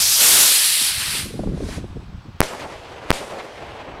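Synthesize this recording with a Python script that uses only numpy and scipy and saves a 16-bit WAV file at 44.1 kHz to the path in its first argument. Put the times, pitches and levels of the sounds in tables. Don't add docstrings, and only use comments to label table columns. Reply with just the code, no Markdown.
import sys
import numpy as np
from scipy import signal
from scipy.fft import rfft, irfft
from scipy.io import wavfile
from scipy.ndimage import uniform_filter1d, minimum_filter1d

SR = 44100
rng = np.random.default_rng(int(sys.argv[2]) if len(sys.argv) > 2 else 0)


def file_out(sig):
    cols = np.atleast_2d(sig).T
    lim = np.clip(cols, -1, 1)
    pcm = np.round(lim * 32767).astype(np.int16)
    wavfile.write(sys.argv[1], SR, pcm)


N = 176400
HOP, SIZE = 128, 512

# (time [s], push length [ms], edge [ms], push level [dB], rebound level [dB])
SHOCKS = [(2.40501, .11, .015, 44, 46), (2.40516, .04, .012, 49, 20), (2.41588, .26, .05, 43, 32),
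          (2.42505, .2, .025, 20, -20), (3.10495, .1, .02, 44, 44.5), (3.11516, .24, .05, 43, 29.5)]


def gain_of(db):
    return 10 ** (np.asarray(db) / 20)


def unit_rms(x):
    return x / np.sqrt(np.mean(x ** 2) + 1e-20)


def curve_at(points, hz):
    f, value = np.transpose(points)
    return np.interp(np.log(hz + 1), np.log(f + 1), value)


def unit_band(colour_db, hz, low_hz, high_hz):
    inside = (hz > low_hz) & (hz < high_hz)
    return colour_db - 10 * np.log10((gain_of(2 * colour_db) * inside).mean(0))


def grid():
    return np.fft.rfftfreq(SIZE, 1 / SR)[:, None], np.arange(N // HOP + 5) * HOP / SR


def shaped_noise(field_db, patch_db, flicker_db):
    real, imag, patches = rng.standard_normal((N // HOP + 5, SIZE // 2 + 1, 3)).T
    flicker = unit_rms(uniform_filter1d(patches.mean(0), size=3))
    patches = unit_rms(uniform_filter1d(uniform_filter1d(patches, size=6, axis=0), size=16, axis=1))
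    white = real + 1j * imag
    white_rms = np.std(signal.istft(white, nperseg=SIZE, noverlap=SIZE - HOP)[1])
    spectra = white * gain_of(field_db + patch_db * patches + flicker_db * flicker)
    return signal.istft(spectra, nperseg=SIZE, noverlap=SIZE - HOP)[1][:N] / white_rms


def night():
    # (frequency [Hz], level [dB])
    hum_colour = [(350, -33), (600, -4), (911, -1.5), (1160, -1.5), (2130, -10.5), (2470, -8.5),
                  (4120, -13), (5250, -17), (8070, -29), (15000, -38)]
    hum_db, whine_db, whine_hz, width_hz = -51, -76, 7881, 6
    hz, _ = grid()
    colour = unit_band(curve_at([(60, -16)] + hum_colour[1:], hz), hz, 600, 15000)
    hum = shaped_noise(colour + hum_db, patch_db=0.95, flicker_db=0.34)
    pole = np.exp(-np.pi * width_hz / SR)
    drift = signal.lfilter([1], [1, -pole], rng.standard_normal(N) + 1j * rng.standard_normal(N))
    whine = unit_rms((drift * np.exp(2j * np.pi * whine_hz * np.arange(N) / SR)).real)
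    return hum + gain_of(whine_db) * whine


def wind():
    # (time [s], level [dB])
    rumble_levels = [
        [(0.0, -43.5), (0.116, -40), (0.166, -52), (0.374, -39), (0.484, -57.5), (1.076, -40), (1.2, -35)],
        [(1.22, -32), (1.238, -41), (1.426, -32), (1.448, -25), (2.12, -36), (2.204, -40.5), (2.36, -42)],
        [(2.48, -55), (2.492, -53), (2.794, -46), (2.812, -57), (2.898, -44), (2.93, -49), (3.07, -48)],
        [(3.18, -49), (3.38, -59), (3.416, -49), (3.444, -67), (3.704, -38), (3.77, -49), (4.0, -41.5)],
    ]
    gust_levels = [(0.8, -54), (0.82, -43.5), (0.972, -78), (0.994, -49.5), (1.55, -23.5), (1.86, -36.5),
                   (1.938, -64), (1.964, -31.5), (2.05, -48), (2.164, -42), (2.206, -63), (2.264, -38.5),
                   (2.332, -67), (2.36, -45)]
    # (frequency [Hz], level [dB])
    rumble_colour = [(15, -25.5), (30, -5), (75, -1.5), (120, -4.5), (200, -13.5), (300, -27), (600, -70)]
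    gust_colour = [(60, -28), (130, 2), (220, 0.5), (380, -9), (600, -21.5), (1200, -48.5)]
    lump_db, lump_hz = 4, 30
    layers = [(rumble_colour, np.concatenate(rumble_levels)),
              (gust_colour, [(0.0035, -90.5)] + gust_levels + [(2.45, -90)])]
    hz, t, out = np.fft.rfftfreq(N, 1 / SR), np.arange(N) / SR, np.zeros(N)
    for colour, levels in layers:
        carrier, modulator = rfft(rng.standard_normal((2, N)))
        air = irfft(carrier * gain_of(curve_at(colour + [(20000, -260)], hz)), N)
        swings = unit_rms(irfft(modulator * np.exp(-(hz / lump_hz) ** 2), N))
        envelope = gain_of(np.interp(t, *np.transpose(levels)))
        out += envelope * unit_rms(air * gain_of(lump_db * swings))
    return out


def buffets():
    # (time [s], relative level [dB])
    eddies = [(0.989, -48), (1.02, -50), (1.061, -41), (1.148, -31), (1.254, -31.5), (1.287, -48),
              (1.305, -31.5), (1.337, -28), (1.391, -47), (1.391, -19.5), (1.434, -23.5), (1.47, -21),
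              (1.516, -27), (1.534, -25.5), (1.572, -26.5), (1.571, -35), (1.602, -22), (1.657, -29.5),
              (1.685, -25), (1.778, -27.5), (1.839, -27), (1.923, -38), (1.965, -27), (1.994, -39),
              (2.022, -43), (2.207, -52.5)]
    rise_ms, low_hz, trim_db, length = 4, 215, -2, 1500
    age = np.arange(length) * 1000 / SR / rise_ms
    envelope = (age * np.exp(1 - age)) ** 2
    out = np.zeros(N)
    for start, db in eddies:
        top_hz = max(601 * gain_of(0.2 * (db + 22.5)), 2 * low_hz)
        band = signal.butter(3, [low_hz, top_hz], "band", fs=SR, output="sos")
        puff = envelope * signal.sosfilt(band, rng.standard_normal(2 * length))[length:]
        puff /= np.sqrt(np.sum(puff ** 2) / np.sum(envelope ** 2))
        out[round(start * SR):][:length] += gain_of(db + trim_db) * puff
    return out


def jet():
    # (time [s], level [dB])
    hiss_levels = [
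        [(0.0, -16), (0.19, -14.5), (0.208, -11.5), (0.402, -10), (0.6, -15.5)],
        [(0.62, -15), (0.896, -19.5), (0.934, -24), (1.166, -23.5), (1.2, -26)],
        [(1.22, -28), (1.314, -42.5), (1.514, -56.5), (1.726, -38.5), (1.766, -40.5), (1.836, -58),
         (2.04, -67.5), (2.05, -72), (2.1, -73)],
    ]
    # (frequency [Hz], level [dB])
    on_pad = [(880, -45), (1500, -15), (1620, -13), (1930, -14), (2670, -7.5), (2890, -10), (3250, -7),
              (4850, -1), (5340, -3), (5610, -0.5), (6690, -5), (11600, -5.5), (13800, -12.5),
              (15500, -21.5)]
    lift_off = [(76, -44), (130, -15), (477, -10), (607, -9), (670, -10.5), (1320, -7.5), (1430, -4),
                (1680, -7.5), (3320, -1), (10600, 0), (12700, -1.5), (15500, -17)]
    climbing = [(350, -54), (600, -21), (669, -21.5), (890, -15.5), (1140, -16.5), (1230, -13),
                (1490, -13.5), (1730, -9), (4430, 0), (6580, -9.5), (7430, -4), (10000, -1.5), (12800, -9),
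                (15500, -21.5)]
    aloft = [(530, -41), (900, -11.5), (1180, -9), (1540, -5.5), (1710, -4.5), (1860, -4.5), (2630, -1.5),
             (3420, -2.5), (4130, 0), (6900, -10), (7860, -5.5), (10200, -3.5), (13300, -13.5),
             (15500, -27)]
    flare = [(650, -23), (1100, -3.5), (1140, -9), (1560, -5.5), (2470, -8), (2850, -11), (3950, -8.5),
             (6830, -14), (10100, -16.5), (15000, -38)]
    stage_times = [.15, .22, .42, .6, .8, 1.0, 1.25, 1.5]
    ceiling = 0.78
    hz, t = grid()
    stage = np.interp(t, stage_times, [0, 1, 1, 2, 2, 3, 3, 4])
    colour = 0
    for k, points in enumerate((on_pad, lift_off, climbing, aloft, flare)):
        spectrum = curve_at([(100, -30)] + points[1:] + [(17000, -50)], hz)
        weight = np.maximum(1 - abs(stage - k), 0)
        colour += weight * unit_band(spectrum, hz, 2000, 14000)
    level = np.interp(t, *np.concatenate(hiss_levels).T, right=-120)
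    hiss = shaped_noise(colour + level, patch_db=1.0, flicker_db=0.44)
    return ceiling * np.tanh(hiss / ceiling)


def rolling_echoes():
    # (time [s], level [dB])
    body_levels = [
        [(2.428, -28), (2.488, -37), (2.536, -30), (2.576, -40.5), (2.662, -27), (2.67, -37.5), (2.74, -36),
         (2.812, -45), (2.82, -40), (2.836, -40.5), (2.984, -38), (3.004, -38.5), (3.066, -37.5), (3.08, -36)],
        [(3.128, -30.5), (3.198, -36), (3.226, -30), (3.288, -37.5), (3.318, -31), (3.554, -42), (3.638, -35),
         (3.644, -38), (3.786, -38), (3.792, -35), (3.86, -41.5), (3.888, -32), (3.906, -38), (4.0, -36.5)],
    ]
    # (time [s], lower treble level [dB], upper treble level [dB])
    treble_levels = [
        [(2.434, -33, -38), (2.45, -35.5, -40.5), (2.59, -46, -54.5), (2.608, -37.5, -51), (2.67, -49, -56.5),
         (2.726, -44, -58.5), (2.824, -49.5, -63.5), (2.868, -44.5, -66), (2.884, -46.5, -63), (3.02, -46, -65),
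         (3.08, -46.5, -63)],
        [(3.134, -33, -37.5), (3.22, -41.5, -48), (3.386, -46, -58), (3.396, -36.5, -59), (3.436, -49, -58),
         (3.476, -47.5, -62), (3.74, -45, -65), (3.752, -50, -67), (3.802, -43, -66), (3.832, -50, -71),
         (3.92, -48, -73.5), (3.986, -49, -74.5), (4.0, -52.5, -85)],
    ]
    # (frequency [Hz], level [dB])
    echo_colour = [(59, -37), (100, -2), (129, -12), (328, -8.5), (415, -4), (481, -2), (691, -3.5),
                   (1390, -11.5), (2630, -13.5), (10200, -30), (14100, -43), (16000, -63)]
    bands_hz = [(300, 1300), (2000, 5000), (7000, 12000)]
    settle_db, settle_ms = -24.5, 18
    hz, t = grid()
    colour = curve_at(echo_colour, hz)
    times, lower_db, upper_db = np.concatenate(treble_levels).T
    envelopes = [np.concatenate(body_levels).T, (times, lower_db), (times, upper_db)]
    band_index = curve_at([(900, 0), (3000, 1), (9000, 2)], hz)
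    field = 0
    for k, (band, envelope) in enumerate(zip(bands_hz, envelopes)):
        weight = np.maximum(1 - abs(band_index - k), 0)
        field += weight * (unit_band(colour, hz, *band) + np.interp(t, *envelope))
    echoes = shaped_noise(field, patch_db=1, flicker_db=1)
    now = np.arange(N) / SR
    for bang in body_levels:
        since = now - bang[0][0]
        echoes -= gain_of(settle_db) * (since > 0) * np.exp(-abs(since) * 1000 / settle_ms)
    return echoes * (now > SHOCKS[0][0])


def shocks():
    rebound_ms, roughness_ms, roughness_db = 0.8, 7, -42
    out, ms = np.zeros(N), np.arange(N) * 1000 / SR
    noise = unit_rms(signal.lfilter([1], [1, -0.6], rng.standard_normal(N)))
    for start, length_ms, edge_ms, push_db, rebound_db in SHOCKS:
        age_ms = np.clip(ms - start * 1000, -5, 40)
        front = 0.5 + 0.5 * np.tanh(age_ms / edge_ms)
        back = 0.5 + 0.5 * np.tanh((age_ms - length_ms) / edge_ms)
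        tail_ms = np.maximum(age_ms - length_ms, 0)
        roughness = gain_of(roughness_db) * np.exp(-(tail_ms / roughness_ms) ** 3) * noise
        rebound = np.exp(-tail_ms / rebound_ms) + roughness
        out += gain_of(rebound_db) * back * rebound - gain_of(push_db) * (front - back)
    return out


def scene():
    return np.tile(jet() + shocks() + rolling_echoes() + wind() + buffets() + night(), (2, 1))


def record(dry):
    trip_db, mute_db, hold_s, cutoff_hz = 36, -40, 0.0106, 15900
    below_trip = (abs(dry) < gain_of(trip_db)).astype(float)
    half_hold = round(hold_s * SR) // 2
    gate = minimum_filter1d(below_trip, size=2 * half_hold + 1, axis=1, origin=half_hold)
    gate = np.minimum(gate, signal.lfilter(np.ones(30) / 30, [1], gate, axis=1))
    limited = np.clip(dry * gain_of(mute_db * (1 - gate)), -1, 1)
    low_pass = signal.firwin(511, cutoff_hz, window=("kaiser", 9), fs=SR)[None]
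    return np.clip(signal.oaconvolve(limited, low_pass, "same"), -1, 1)


dry = scene()
out = record(dry)
file_out(out)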